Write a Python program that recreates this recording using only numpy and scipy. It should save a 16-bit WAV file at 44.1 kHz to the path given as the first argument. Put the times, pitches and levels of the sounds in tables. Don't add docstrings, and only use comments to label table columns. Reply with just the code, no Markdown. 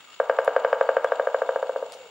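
import sys
import numpy as np
from scipy import signal
from scipy.fft import rfft, irfft, next_fast_len
from scipy.io import wavfile
from scipy.ndimage import map_coordinates

SR = 44100
rng = np.random.default_rng(int(sys.argv[2]) if len(sys.argv) > 2 else 0)


def materialize(psi):
    bounded = np.clip(np.atleast_2d(psi).T, -1, 1)
    quanta = np.round(bounded * 32767).astype(np.int16)
    wavfile.write(sys.argv[1], SR, quanta)


N = 92610

# f/Hz, relative level/dB
HISS_SHAPE = [(15, -84), (25, -27.5), (103, -13.5), (872, -5.5), (1200, -10.5), (1940, -12.5), (2220, -5.5),
              (2410, -13), (2680, -3.5), (4450, -18.5), (4820, -20), (7010, -16), (14800, -41)]
# f/Hz, likeness (1 = the same)
HISS_LIKENESS = [(30, .15), (100, 0.33), (500, 0.65), (2000, .6), (8000, 0.58)]
# f/Hz, width/Hz, relative level/dB
BODY_TONES = [(1320, 350, -3.5), (2238, 71, -2.5), (2790, 250, -3), (3780, 440, -7.5), (4330, 75, -8),
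              (4547, 38, -3.5), (5216, 100, -11.5), (6840, 56, -5.5), (7140, 120, -2), (7800, 150, -26),
              (8650, 63, -17.5), (8860, 230, -20.5)]
# f/Hz, likeness
WHIRR_LIKENESS = [(60, 0.74), (180, 0.034), (550, 1), (1650, 0.68), (4970, -0.096), (15000, 0.46)]
# f/Hz, left minus right/dB
WHIRR_BALANCE = [(60, -1.5), (180, 3), (550, -4), (1650, 2), (4970, 6.0), (15000, 0.5)]
# middle t/s, length/s, f/Hz, glide/(Hz per s), level/dB
BIRD_NOTES = [(.095, 0.03, 1230, 4, -50.5), (1.078, 0.022, 3380, 6005, -47.5),
              (1.225, 0.014, 3600, -4000, -50), (1.48, .015, 3500, -10, -53)]
# t/s, level/dB, centre f/Hz, width/octaves, splatter/dB, splatter fade/s, left minus right/dB
# (a fade is the time a sound takes to fall by 60 dB)
WATER_DRIPS = [(0.4466, -36, 8850, 1.2, -15.5, 0.062, -3), (1.043, -37, 6300, 0.6, -21, .04, 6),
               (1.9213, -29.5, 3950, 1.27, -14.5, 0.13, .5)]
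# f/Hz, fade/s, relative level/dB
FAR_ECHO = [(192, .4, -12.5), (293, 1.8, 8.5), (371, 2.1, -7.5), (445, 1.1, 3.5), (490, 1.1, -8.5),
            (560, 1.22, -1.5), (663, 1.8, -9), (850, 1.3, 7), (1400, 0.68, 0), (1570, 0.93, -6.5),
            (2820, 0.82, 6.5), (10000, 0.28, 1.5)]
# delay/s, level/dB
NEAR_ECHOES = [(0.0068, -27.9), (0.0088, -17.9), (0.0109, -14.6), (0.0136, -23.5), (0.0153, -15.8),
               (0.0257, -27.1), (0.0278, -16.8), (0.0315, -24.4), (0.0383, -24.0), (0.0415, -22.3),
               (0.0477, -25.3), (0.0542, -22.2), (0.0563, -26.6), (0.0644, -28.5), (0.0693, -27.1),
               (0.0754, -25.5), (0.085, -30.0), (0.0916, -28.0), (0.1039, -22.8), (0.1519, -29.9),
               (0.1666, -27.6), (0.172, -30.1)]
# f/Hz, relative level/dB, fade/s
TRUNK_TONES = [(301.7, -39.5, 0.18), (437.9, -15, 0.038), (518.5, 1, 0.034), (684.6, -4.5, 0.022),
               (987, -1.5, 0.018), (974, 2, .011), (1211.4, -0.5, 0.01), (1454, -6.5, 0.01),
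               (1608, -6, 0.024), (2192, -22.5, 0.018), (2257.4, -19.5, 0.023), (2655, -27.5, 0.0067),
               (3035, -24, 0.022), (3540, -35.5, 0.0075), (4970, -26, 0.0086)]
# t/s, strength/dB, contact time/ms
BILL_BLOWS = [(0.1995, -6, 0.2), (0.2959, -5.5, 0.12), (0.3867, -5.5, 0.12), (0.4767, -5, 0.14),
              (0.5627, -5.5, 0.14), (0.6467, -6, 0.11), (0.7282, -5.5, 0.097), (0.8097, -5, 0.16),
              (0.8893, -5.5, 0.17), (0.9668, -6, 0.14), (1.0441, -7, 0.13), (1.1193, -7, 0.18),
              (1.1958, -7.5, 0.2), (1.2706, -7, 0.27), (1.344, -7.5, 0.21), (1.4178, -8, 0.26),
              (1.4898, -8.5, 0.25), (1.5585, -8.5, 0.31), (1.6264, -10.5, 0.31), (1.6928, -10, 0.49),
              (1.7593, -10.5, 0.45), (1.8246, -10.5, 0.66)]


def amp(db):
    return 10 ** (np.asarray(db) / 20)


def unit(x):
    return x / np.sqrt(np.mean(x ** 2) + 1e-20)


def along(points, hz):
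    f, values = np.transpose(points)
    return np.interp(np.log(hz + 1), np.log(f + 1), values)


def filtered(x, response):
    size = next_fast_len(N + SR // 2)
    return irfft(rfft(x, size) * response(np.fft.rfftfreq(size, 1 / SR)), size)[..., :N]


def wobble(rate):
    return map_coordinates(rng.standard_normal(int(N * rate / SR) + 4), [np.arange(N) * rate / SR])


def spread(pair, likeness, balance):
    angle = lambda hz: np.arccos(np.clip(along(likeness, hz), -1, 1)) / 2
    mid, side = filtered(pair, lambda hz: np.array([np.cos(angle(hz)), np.sin(angle(hz))]))
    left_right = np.array([mid + side, mid - side])
    return filtered(left_right, lambda hz: amp(np.outer([.5, -.5], along(balance, hz))))


def air_hiss(level_db=-55):
    noise = filtered(rng.standard_normal((2, N)), lambda hz: amp(along(HISS_SHAPE, hz)))
    return amp(level_db) * unit(spread(noise, HISS_LIKENESS, balance=[(100, .6), (5000, 1.1)]))


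def camera_whine(hz=15678, left_db=-75, right_db=-63.5):
    tone = np.sqrt(2) * np.sin(2 * np.pi * hz * np.arange(N) / SR)
    return np.outer([-amp(left_db), amp(right_db)], tone)


def camera_whirr(level_db=-51.5, ticks_per_s=2500, top_hz=9150):
    def body(f):
        ringing = sum((-1) ** k * amp(db) * 1j * f * width / (hz * hz - f * f + 1j * f * width)
                      for k, (hz, width, db) in enumerate(BODY_TONES))
        return ringing / (1 + (f / top_hz) ** 6)

    ticks = (rng.random((2, N)) < ticks_per_s / SR) * rng.standard_normal((2, N))
    ticks *= amp(3 * wobble(170) + 0.5 * wobble(2.2))
    return amp(level_db) * unit(spread(filtered(ticks, body), WHIRR_LIKENESS, WHIRR_BALANCE))


def birds():
    out = np.zeros(N)
    for middle, length, hz, glide, db in BIRD_NOTES:
        t = np.arange(N) / SR - middle
        out += amp(db) * np.exp(-(2 * t / length) ** 2) * np.sin(2 * np.pi * (hz + glide * t / 2) * t)
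    return out


def drips(top_hz=13300, tick_fade_s=.009, splatter_delay_s=.005):
    out, t = np.zeros((2, N)), np.arange(N) / SR
    for start, db, centre_hz, octaves, splatter_db, fade, pan_db in WATER_DRIPS:
        band = lambda hz: np.exp(-(np.log2((hz + 1) / centre_hz) / octaves) ** 2)
        noise = unit(filtered(rng.standard_normal((3, N)),
                              lambda hz: band(hz) / (1 + (hz / top_hz) ** 16)))
        age = np.maximum(t - start, 0)
        tick = (1 - np.exp(-age / 0.00044)) * amp(-60 * age / tick_fade_s)
        splatter_age = np.maximum(age - splatter_delay_s, 0)
        splatter = (1 - np.exp(-splatter_age / .004)) * amp(splatter_db - 60 * splatter_age / fade)
        drop = noise[0] * (tick + splatter) + .3 * noise[1:] * splatter
        out += amp(db + np.array([[pan_db], [-pan_db]]) / 2) * drop
    return out


def far_trees(channels, rise_s=.022):
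    hz, t, spectrum = signal.stft(rng.standard_normal((channels, SR)), SR, nperseg=512)
    fade = along([(f, seconds) for f, seconds, _ in FAR_ECHO], hz)[:, None]
    level = along([(f, db) for f, _, db in FAR_ECHO], hz)[:, None]
    tail = signal.istft(spectrum * amp(level - 60 * t / fade), SR, nperseg=512)[1][:, :SR]
    build_up = 1 - np.exp(-(np.arange(SR) / SR / rise_s) ** 2)
    return tail * build_up / np.sqrt(SR / 16)


def forest(x, far_db=-9, sway_db=-15.5, side_db=-22.5, echo_lowest_hz=420):
    x = signal.lfilter(*signal.iirnotch(356.6, Q=5, fs=SR), x)
    echoes = lambda hz: sum(amp(db) * np.exp(-2j * np.pi * hz * delay) for delay, db in NEAR_ECHOES)
    near = filtered(x, lambda hz: 1 + echoes(hz) / (1 + (echo_lowest_hz / (hz + 1)) ** 10))
    feeds = np.array([x, x * wobble(1.7), x * wobble(4.4), x])
    still, slow_sway, fast_sway, side = signal.fftconvolve(feeds, far_trees(channels=4), axes=1)[:, :N]
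    mid = near + amp(far_db) * (still + amp(sway_db) * (slow_sway + fast_sway))
    side = amp(far_db + side_db) * side
    return np.array([mid + side, mid - side]) * amp([[0.62], [-0.62]])


def woodpecker(attack_s=.00026, scatter_db=.4, lowest_hz=380):
    out, t = np.zeros(N + SR), np.arange(SR // 8) / SR
    for start, db, contact_ms in BILL_BLOWS:
        ring = np.zeros(len(t))
        for k, (hz, level, fade) in enumerate(TRUNK_TONES):
            loudness = amp(level + scatter_db * rng.normal() - 60 * t / fade)
            sign = (-1) ** (k + 1)
            ring += sign * loudness * np.cos(2 * np.pi * hz * t)
        ring *= (1 - np.exp(-t / attack_s)) ** 2
        progress = t[:SR // 200] * 4000 / contact_ms
        push = progress ** 2 * np.exp(-progress)
        out[round(start * SR):][:len(t)] += amp(db) * np.convolve(ring, push / push.sum())[:len(t)]
    return signal.sosfilt(signal.butter(4, lowest_hz, "high", fs=SR, output="sos"), out[:N])


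def scene():
    return forest(woodpecker()) + birds() + drips() + camera_whirr() + air_hiss() + camera_whine()


def record(dry):
    ceiling, knee, low_cut_hz, top_hz = 0.76, 3.8, 76, 16000
    rounded = dry / (1 + np.abs(dry / ceiling) ** knee) ** (1 / knee)
    lopsided = rounded + 0.0044 * rounded ** 2
    return filtered(lopsided, lambda hz: (hz < top_hz) * 1j * hz / (low_cut_hz + 1j * hz))


dry = scene()
out = record(dry)
materialize(out)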